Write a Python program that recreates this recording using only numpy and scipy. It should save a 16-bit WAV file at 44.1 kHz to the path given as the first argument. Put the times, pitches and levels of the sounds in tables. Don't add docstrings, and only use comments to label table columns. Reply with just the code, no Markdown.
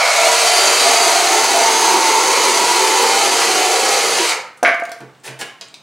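import sys
import numpy as np
from scipy import signal
from scipy.fft import rfft, irfft
from scipy.io import wavfile
from scipy.ndimage import uniform_filter1d, minimum_filter1d

SR = 44100
rng = np.random.default_rng(int(sys.argv[2]) if len(sys.argv) > 2 else 0)


def magnitude_from_level(level_db):
    exponent = np.asarray(level_db, float) / 20
    return 10 ** exponent


def pcm_store(signal):
    levels = np.round(np.clip(np.atleast_2d(signal), -1, 1) * 32767)
    wavfile.write(sys.argv[1], SR, levels.astype(np.int16).T)


N = 256662
LEAD = SR // 4
STOP_S = 4.4


def evened(x):
    return x / np.sqrt(np.mean(x ** 2) + 1e-20)


def read(points, hz):
    f, value = np.transpose(points)
    return np.interp(np.log(hz + 1), np.log(f + 1), value)


def add(mix, s, sound):
    part = mix[round(s * SR):][:len(sound)]
    part += sound[:len(part)]


def after(t, s):
    return np.maximum(t - s, 0)


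def columns(rows):
    s, *cols = np.transpose(rows)
    t = np.arange(-LEAD / SR, STOP_S, 1 / SR)
    return (t, *(np.interp(t, s, c) for c in cols))


def resonate(x, hz, width):
    turn = np.exp(2j * np.pi * np.cumsum(hz * np.ones(len(x))) / SR)
    r = np.exp(-np.pi * abs(width) / SR)
    return 2 * (turn * signal.lfilter([1 - r], [1, -r], x / turn)).real


def steady(x, size=5000):
    return x / np.sqrt(abs(uniform_filter1d(x ** 2, size=size)) + 1e-12)


def wander(size, hz):
    f = np.fft.rfftfreq(size, 1 / SR)
    gain = (f > 0) / (1 + (f / hz) ** 2)
    return evened(irfft(rfft(rng.standard_normal(size)) * gain, size))


def coloured(x, t, spectrum, tilt):
    hz, frame_s, z = signal.stft(x, SR, nperseg=512)
    slope = np.log2((hz[:, None] + 300) / 3000) * np.interp(frame_s + t[0], t, tilt)
    gain = magnitude_from_level(read(spectrum, hz)[:, None] + slope)
    gain /= np.sqrt((gain ** 2).mean(0))
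    return signal.istft(z * gain, SR, nperseg=512)[1][:len(x)]


def grit(size, per_s, spread_db):
    hit = rng.random(size) < per_s / SR
    strength = magnitude_from_level(spread_db * np.minimum(rng.exponential(1, size), 4))
    return evened(hit * rng.standard_normal(size) * strength)


def ring(modes):
    t = np.arange(SR // 4) / SR
    return sum(magnitude_from_level(db - 60 * t / t60) * np.sin(2 * np.pi * hz * t) for hz, db, t60 in modes)


def crack(hz, width, t60):
    t = np.arange(2000) / SR
    burst = min(t60 / .016, 1) * rng.standard_normal(len(t)) * magnitude_from_level(-60 * t / t60)
    burst[0] = 1
    for _ in range(3):
        burst = resonate(burst, hz, width)
    soft_edges = signal.butter(3, (180, 11000), "band", fs=SR, output="sos")
    burst = signal.sosfilt(soft_edges, burst)
    return burst / abs(burst).max()


def awake(t, wake_s, sleep_s):
    glide_s = 0.064
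    return (np.tanh((t - wake_s) / glide_s) - np.tanh((t - sleep_s) / glide_s)) / 2


def saw():
    # time in seconds, speed lost in Hz
    sag = [
        (.88, 0),
        (1.07, 5.5),
        (1.7, 8),
        (2.5, 5.5),
        (2.95, 8.5),
        (3.25, 5),
        (3.65, 7.5),
        (3.8, 5.5),
    ]
    # frequency in Hz, chain noise in dB per Hz
    rattle_spectrum = [(35, -68), (60, -44), (222, -60), (300, -43), (380, -12.5), (500, -14.5), (621, -5),
                       (750, -5), (903, -4.5), (1550, -11), (2140, -5.5), (3580, -12), (4420, -7.5),
                       (5460, -12.5), (6280, -9.5), (10800, -19.5), (16000, -48.5)]
    # frequency in Hz, width in Hz, level in dB
    housing = [(2100, 100, -2.5), (4090, 88, -7), (6840, 870, -30), (1311, 243, 7.5)]
    orders = [1, 2, 8, 9, 10, 12, 14, 16, 17, 18, 21, 24, 26]
    order_db = [-29, -31, -30.5, -45, -35, -26, -45, -27.5, -28.5, -35, -35, -33.5, -45]
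    order_side = [0, 3, 1, 1, 2, 2, 2, 3, 3, 2, 2, 2, 3]
    # time in seconds, brush, fan and gear sides in dB
    facing = [(.15, 4, -4, 0), (.23, 12, 3, -2), (.33, 0, 1, -3), (.45, 5, 4.5, -6), (.65, 5, 4.5, -6),
              (1.0, 1, 4, 1), (1.5, -2, 1, 4), (2.0, -2, -3, 3), (2.3, -2, -1, 2), (2.7, 1, -1, -1),
              (3.2, 5, 1.5, -6), (3.6, 3, -2, -3), (4.2, 0, -1, -9)]
    start_hz, half_hz, free_hz = 262, 302, 388.8
    spin_up_s, full_trigger_s, trigger_off_s = .066, .203, 4.255
    coast_hz_per_s = 1100
    buried_s, brake_s = 1.035, 4.305
    level_db = -15

    t, sag_hz = columns(sag)
    shaft_hz = half_hz - (half_hz - start_hz) * np.exp(-after(t, 0) / spin_up_s) - sag_hz
    shaft_hz = shaft_hz + (free_hz - half_hz) * (1 - np.exp(-after(t, full_trigger_s) / spin_up_s))
    shaft_hz = uniform_filter1d(shaft_hz - coast_hz_per_s * after(t, trigger_off_s), size=1200)
    turns = np.cumsum(shaft_hz * (1 + .0004 * wander(len(t), 30))) / SR

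    rattle_db = level_db + 5.5 * np.log2(shaft_hz / free_hz) - 380 * after(t, brake_s)
    rattle_db += -2 * np.minimum(10 * after(t, buried_s), 1)
    rattle_db += -0.21 * after(t, buried_s)
    tilt = 3 - 3 * np.clip(1 - t / 0.24, 0, 1) - 10 * after(t, trigger_off_s)

    links = grit(len(t), 9000, 3.76)
    links = links * (1 + 0.17 * np.cos(2 * np.pi * turns)) * magnitude_from_level(0.06 * wander(len(t), 27))
    links = coloured(links, t, rattle_spectrum, tilt)
    rattle = evened(links + sum(magnitude_from_level(db - 7.0) * resonate(links, hz, w) for hz, w, db in housing))
    slow = np.clip((free_hz - shaft_hz) / 40 - .6, 0, 1) * (t < trigger_off_s)
    slack = slow * magnitude_from_level(-10.5) * steady(resonate(resonate(links, 2220, 340), 2220, 340))

    shaft_db = -9 * np.clip(10 * (.6 - t), 0, 1)
    side_db = (shaft_db, *columns(facing)[1:])
    whine = np.zeros(len(t))
    for multiple, db, side in zip(orders, order_db, order_side):
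        strength = magnitude_from_level(db + side_db[side] + 1.2 * wander(len(t), 8))
        whine += strength * np.cos(2 * np.pi * (multiple * turns + rng.random()))
    pull_db = uniform_filter1d(-8 * (t < full_trigger_s), size=2000)
    whine = magnitude_from_level(rattle_db - level_db + 4.5 + pull_db) * whine
    return magnitude_from_level(rattle_db + 1.78) * (rattle + slack), whine


def board():
    # time in seconds, bite in dB, overhang pitch in Hz
    cut = [(0, -19, 637), (.3, -15, 690), (.6, -14.5, 664), (1.0, -10, 712), (1.3, -12, 762),
           (1.6, -14, 797), (1.9, -16.5, 873), (2.2, -13, 956), (2.5, -17, 930), (2.9, -20, 910),
           (3.3, -10.5, 764), (3.8, -18, 786), (4.15, -25, 730)]
    # time in seconds, gain in dB
    snags = [
        (.25, 6.5),
        (.87, 7.5),
        (1.35, 4.5),
        (1.6, 2),
        (1.945, 7),
        (2.08, 2),
        (2.46, 3),
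        (3.029, 6),
    ]
    # frequency in Hz, width in Hz, level in dB, the two times in
    # seconds between which it is awake, in either order
    board_modes = [(589.4, 7, -26.5, -0.04, 0.86), (667, 7.3, -26, -0.3, 0.53), (690, 4.8, -23, 1.34, 1.7),
                   (690, 4.1, -32.5, 0.5, 1.97), (760, 8, -29, 2.2, 2.35), (760, 9.5, -25, 0.9, 0.37),
                   (795, 6.2, -33, 0.6, 1.9), (805, 10, -29.5, 3.0, 4.3), (890.3, 7, -22, 1.6, 3.16),
                   (895, 7.9, -23.5, 1, 2.05), (959, 9, -24, 1.5, 3.24), (1066, 3, -26, 2, 2.5),
                   (742, 12, -19, 4, 3.43), (520, 9.3, -32, 2, 4.2), (604, 6.4, -34.5, 3.5, 4.3),
                   (1240, 9.2, -33, 0.7, 1.4), (970, 8.6, -29.5, -1.2, 0.91), (690, 12, -28.5, 0.2, 0.71),
                   (595, 5.7, -29.5, 0.9, 1.6), (469, 5.7, -33, 2, 3.18)]
    snag_s, enter_s = 0.036, 0.45
    parted_s, part_fade_s, left_shaking = 4.21, 0.0038, 0.3

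    t, bite_db, ring_hz = columns(cut)
    snag_db = sum(db * np.exp(-((t - s) / snag_s) ** 2) for s, db in snags)
    entering = np.exp(-after(t, 0) / enter_s)
    ring_db = bite_db + snag_db + 2 * wander(len(t), 1.8)
    flex_db = -24 + 4.5 * np.clip(t / 0.73, 0, 1) - 35 * entering + 0.61 * snag_db
    hum_db = -53.5 - 2 * entering - 0.5 * wander(len(t), 2.4)

    teeth = grit(len(t), 1500, 2.35)
    overhang = steady(resonate(resonate(teeth, ring_hz, 180), ring_hz, 180))
    modes = np.zeros(len(t))
    for hz, width, db, wake_s, sleep_s in board_modes:
        strength = magnitude_from_level(db + 3 * wander(len(t), 12)) * awake(t, wake_s, sleep_s)
        modes += strength * steady(resonate(teeth, hz, width), size=2000)
    knell = magnitude_from_level(-25 - 4.1 * ((t - .6) / .3) ** 2) * steady(resonate(teeth, 464, 3.2))
    flex_hz = 401 + 58 * after(t, 3.37)
    flex = steady(resonate(resonate(teeth, flex_hz, 193), flex_hz, 193))
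    hum = evened(resonate(resonate(teeth, 134.5, 21), 134.5, 21))

    shaken = magnitude_from_level(ring_db - 15.5) * overhang + magnitude_from_level(flex_db - 7.5) * flex + magnitude_from_level(hum_db + 3.0) * hum
    held = left_shaking + (1 - left_shaking) * np.exp(-after(t, parted_s) / part_fade_s)
    return shaken * held, (magnitude_from_level(0.96 * snag_db + 0.5) * modes + knell) * held


def offcut():
    # time in seconds, face ring, edge ring and tick in dB
    bounces = [(4.6283, 2, -19, -4.5), (4.6365, 3.5, -40, -30), (4.6491, -5, 2, -32), (4.678, -3, -26, -36),
               (4.692, -14, -7.5, -42), (4.711, -6.5, -20, -45), (4.742, -12, -24, -22),
               (4.797, -16, -51, -25), (4.822, -8, -34, -46), (4.851, -25, -40, -20),
               (4.876, -21, -44, -52), (4.892, -19, -46, -25), (4.916, -19, -29, -16.5),
               (4.962, -27, -44, -50), (5.003, -34, -44, -33)]
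    # frequency in Hz, level in dB, 60 dB decay in seconds
    face_modes = [(690, 2.5, 0.25), (561, 0.5, 0.025), (337, -8, 0.038), (1186, -11.5, 0.051),
                  (1580, -8, 0.075)]
    edge_modes = [(1200, -12.5, 0.1), (1608, -9.5, 0.082), (1800, 2, 0.015), (2050, 2, 0.013),
                  (2205, -9, 0.038), (2670, -18, 0.03), (3280, -35, 0.0065), (4610, -19, 0.023)]
    squash_s, choke_s, tick_late_s = 0.00051, 0.0029, 0.0017

    out, t = np.zeros((2, N)), np.arange(SR // 4) / SR
    flights = np.diff([row[0] for row in bounces], append=6)
    for (s, face_db, edge_db, tick_db), flight_s in zip(bounces, flights):
        free = np.minimum(t / squash_s, 1) * np.exp(-after(t, flight_s - choke_s) / choke_s)
        add(out[0], s, magnitude_from_level(face_db - 7.0) * free * ring(face_modes))
        add(out[1], s, magnitude_from_level(edge_db - 0.5) * np.minimum(4 * t / squash_s, 1) * ring(edge_modes))
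        add(out[1], s + tick_late_s, magnitude_from_level(tick_db - 1) * crack(6100, 21000, 0.021))
    no_bass = signal.butter(2, 260, "high", fs=SR, output="sos")
    return signal.sosfilt(no_bass, out)


def drags():
    # start in seconds, push in seconds, level in dB, fall in dB a second, brightness in dB an octave
    pushes = [
        (5.002, 0.006, -32.5, 300, -3),
        (5.234, 0.045, -27.5, 362, 4.5),
        (5.388, 0.028, -24, 600, 4.5),
    ]
    # frequency in Hz, friction noise in dB per Hz
    rub_spectrum = [(88, -40.5), (150, 3), (388, -1), (509, -2), (827, -1), (1320, -9), (1630, -3),
                    (2410, -9), (2980, -10.5), (9730, -15), (15500, -40)]
    # frequency in Hz, width in Hz, level in dB
    rub_rings = [(408, 100, 1), (880, 40, -1), (1680, 500, -12), (2400, 750, -5)]
    slide_s, dull_db_per_s = .13, -60

    out, t = np.zeros(N), np.arange(SR // 5) / SR
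    for s, push_s, db, fall_db, bright_db in pushes:
        rub = coloured(grit(len(t), 9000, 0.46), t, rub_spectrum, bright_db + dull_db_per_s * t)
        rub = rub + sum(magnitude_from_level(g - 5.0) * resonate(rub, hz, w) for hz, w, g in rub_rings)
        push = np.minimum(t / push_s, 1) ** 0.58 * magnitude_from_level(db - fall_db * after(t, push_s))
        add(out, s, push * evened(rub) * np.clip((slide_s - t) / .02, 0, 1))
    return out


def clicks():
    # time in seconds, level in dB, centre in Hz, width in Hz, 60 dB decay in seconds
    snaps = [(4.186, -12.5, 2770, 600, 0.009), (4.195, -18.5, 330, 139, 0.022),
             (4.32, -13.5, 2160, 900, 0.0096), (4.574, -40, 8600, 6960, 0.051),
             (4.6305, -17, 6020, 900, .012), (4.631, -23, 9300, 1200, .012), (4.651, -24, 4700, 900, 0.015),
             (4.6492, -32, 6500, 5930, 0.008), (4.6493, 3, 1860, 1510, 0.006),
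             (4.677, -27, 10200, 2500, .015), (4.837, -34, 8000, 5000, .008),
             (4.917, -36, 4670, 2500, .015), (4.988, -44, 9500, 2000, .006), (5.15, -42, 3500, 4000, .004),
             (5.201, -46, 8040, 2520, .003), (5.393, -35, 10100, 1500, .03),
             (5.413, -18.5, 2610, 4570, 0.033), (5.417, -18, 1990, 3020, 0.027),
             (5.413, -20, 8000, 6000, 0.0064), (5.6114, -22, 4500, 7040, 0.009),
             (5.614, -30, 5500, 4000, .012), (5.6173, -28, 3400, 4960, 0.069),
             (5.685, -35, 7360, 3000, .003), (5.685, -34, 2500, 2500, 0.0035),
             (5.742, -22, 4800, 8000, 0.0058), (5.7427, -25.5, 3200, 4000, .008),
             (5.7455, -33, 4470, 4000, .008), (5.749, -36, 5460, 8000, .02),
             (5.7565, -40, 7000, 8000, .006), (5.278, -23, 1800, 2500, 0.022),
             (5.267, -38, 11000, 2000, .02)]
    out = np.zeros(N)
    for s, db, hz, width, t60 in snaps:
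        add(out, s, magnitude_from_level(db + 6.0) * crack(hz, width, t60))
    return out


def thumps():
    # time in seconds, level in dB
    shifts = [
        (5.001, -32),
        (5.276, -28),
    ]
    out, t = np.zeros(N), np.arange(SR // 3) / SR
    for s, db in shifts:
        swell = np.minimum(t / 0.034, 1)
        add(out, s, magnitude_from_level(db + 7.5 - 60 * t / 0.48) * swell * np.sin(2 * np.pi * 132 * t))
    return out


def echoes():
    # frequency in Hz, 60 dB decay in seconds
    tail_t60 = [(130, 0.17), (500, 0.45), (1400, 0.62), (3700, 0.4), (9700, 0.3), (16000, 0.33)]
    # frequency in Hz, level in dB
    walls = [(100, 0), (1500, 0), (4000, -2), (8000, -5), (16000, -9)]
    # frequency in Hz, side level against mid in dB
    side_tail = [(60, -13), (200, -24), (700, -31), (1300, -22), (2400, -19), (4400, -12.5), (8100, -14),
                 (12000, -7), (15000, -32)]

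    taps = np.zeros((2, SR))
    slots = np.arange(100, SR - 20, 20)
    at = slots + rng.integers(0, 20, (2, len(slots)))
    np.put_along_axis(taps, at, rng.choice([-1., 1.], at.shape), 1)
    hz, t, z = signal.stft(taps, SR, nperseg=256)
    z *= magnitude_from_level(-60 * t / read(tail_t60, hz)[:, None]) * (1 + 1.1 * magnitude_from_level(-60 * t / 0.035))
    z /= np.sqrt((abs(z) ** 2).sum(2, keepdims=True))
    z *= magnitude_from_level(read(walls, hz))[:, None]
    z[1] *= magnitude_from_level(read(side_tail, hz))[:, None]
    tail = signal.istft(z, SR, nperseg=256)[1]
    return tail / np.linalg.norm(tail[0])


def room(x):
    sway = 2 * np.pi * 1.3 * np.arange(len(x)) / SR
    return sum(signal.fftconvolve((x * w)[None], echoes(), axes=1)[:, LEAD:LEAD + N]
               for w in (np.cos(sway), np.sin(sway)))


def air():
    # frequency in Hz, level in dB per Hz
    hiss = [(18, -55), (30, -28), (117, 8.5), (606, -5.5), (691, -3), (1110, -5), (2360, -10.5),
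            (8500, -20), (15500, -38)]
    hz = np.fft.rfftfreq(N, 1 / SR)
    noise = irfft(rfft(rng.standard_normal((2, N))) * magnitude_from_level(read(hiss, hz)), N)
    return magnitude_from_level(-47) * evened(noise) * magnitude_from_level([[0], [-14]])


def scene():
    # frequency in Hz, width in Hz, level in dB
    bench = [(464, 16, 2), (520, 18, 5), (598, 18, 4), (690, 20, 6), (800, 22, 5), (893, 18, 5),
             (962, 18, 5), (1066, 18, 2), (1236, 20, 4), (1359, 20, 2)]
    # frequency in Hz, left over right in dB
    lean_db = [(30, -.3), (60, -6.5), (250, -1.5), (1000, -1.23), (4000, -0.5), (8000, -0.3), (15000, 6.5)]

    cutting, whine = np.zeros((2, LEAD + N))
    rattle, orders = saw()
    shaken, modes = board()
    add(cutting, 0, rattle)
    add(cutting, 0, shaken)
    cutting = cutting + sum((magnitude_from_level(db) - 1) * resonate(cutting, hz, w) for hz, w, db in bench)
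    add(whine, 0, orders)
    add(whine, 0, modes)
    face, edge = offcut()
    face = np.pad(face, (LEAD, 0))
    hits = np.pad(edge + drags() + clicks(), (LEAD, 0))

    to_room = cutting + magnitude_from_level(-2.5) * hits + magnitude_from_level(-15) * face + whine / 5
    mid, side = magnitude_from_level(0.5) * room(to_room) + air()
    direct = (magnitude_from_level(-1.0) * cutting + hits + face + whine)[LEAD:]
    mid = mid + direct + thumps()
    lean = np.tanh(read(lean_db, np.fft.rfftfreq(N, 1 / SR)) * np.log(10) / 40)
    side = side + irfft(rfft(mid) * lean, N)
    return np.array([mid + side, mid - side])


def low_pass(x):
    return signal.sosfilt(signal.butter(12, 16540, fs=SR, output="sos"), x)


def record(dry):
    # frequency in Hz, microphone response in dB
    mic = [(20, -1), (60, -35), (100, -11.5), (220, -7), (400, -3.5), (12000, -4.5), (15800, 6.5)]
    hz = np.fft.rfftfreq(1024, 1 / SR)
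    taps = signal.firwin2(1025, hz / hz[-1], magnitude_from_level(read(mic, hz)) * (hz < 15820))
    heard = signal.oaconvolve(dry, taps[None], "same", axes=1)
    headroom = np.minimum(.97 / (abs(heard).max(0) + 1e-9), 1)
    headroom = minimum_filter1d(headroom, size=201)
    heard = heard * uniform_filter1d(headroom, size=201)
    return low_pass(heard)


dry = scene()
out = record(dry)
pcm_store(out)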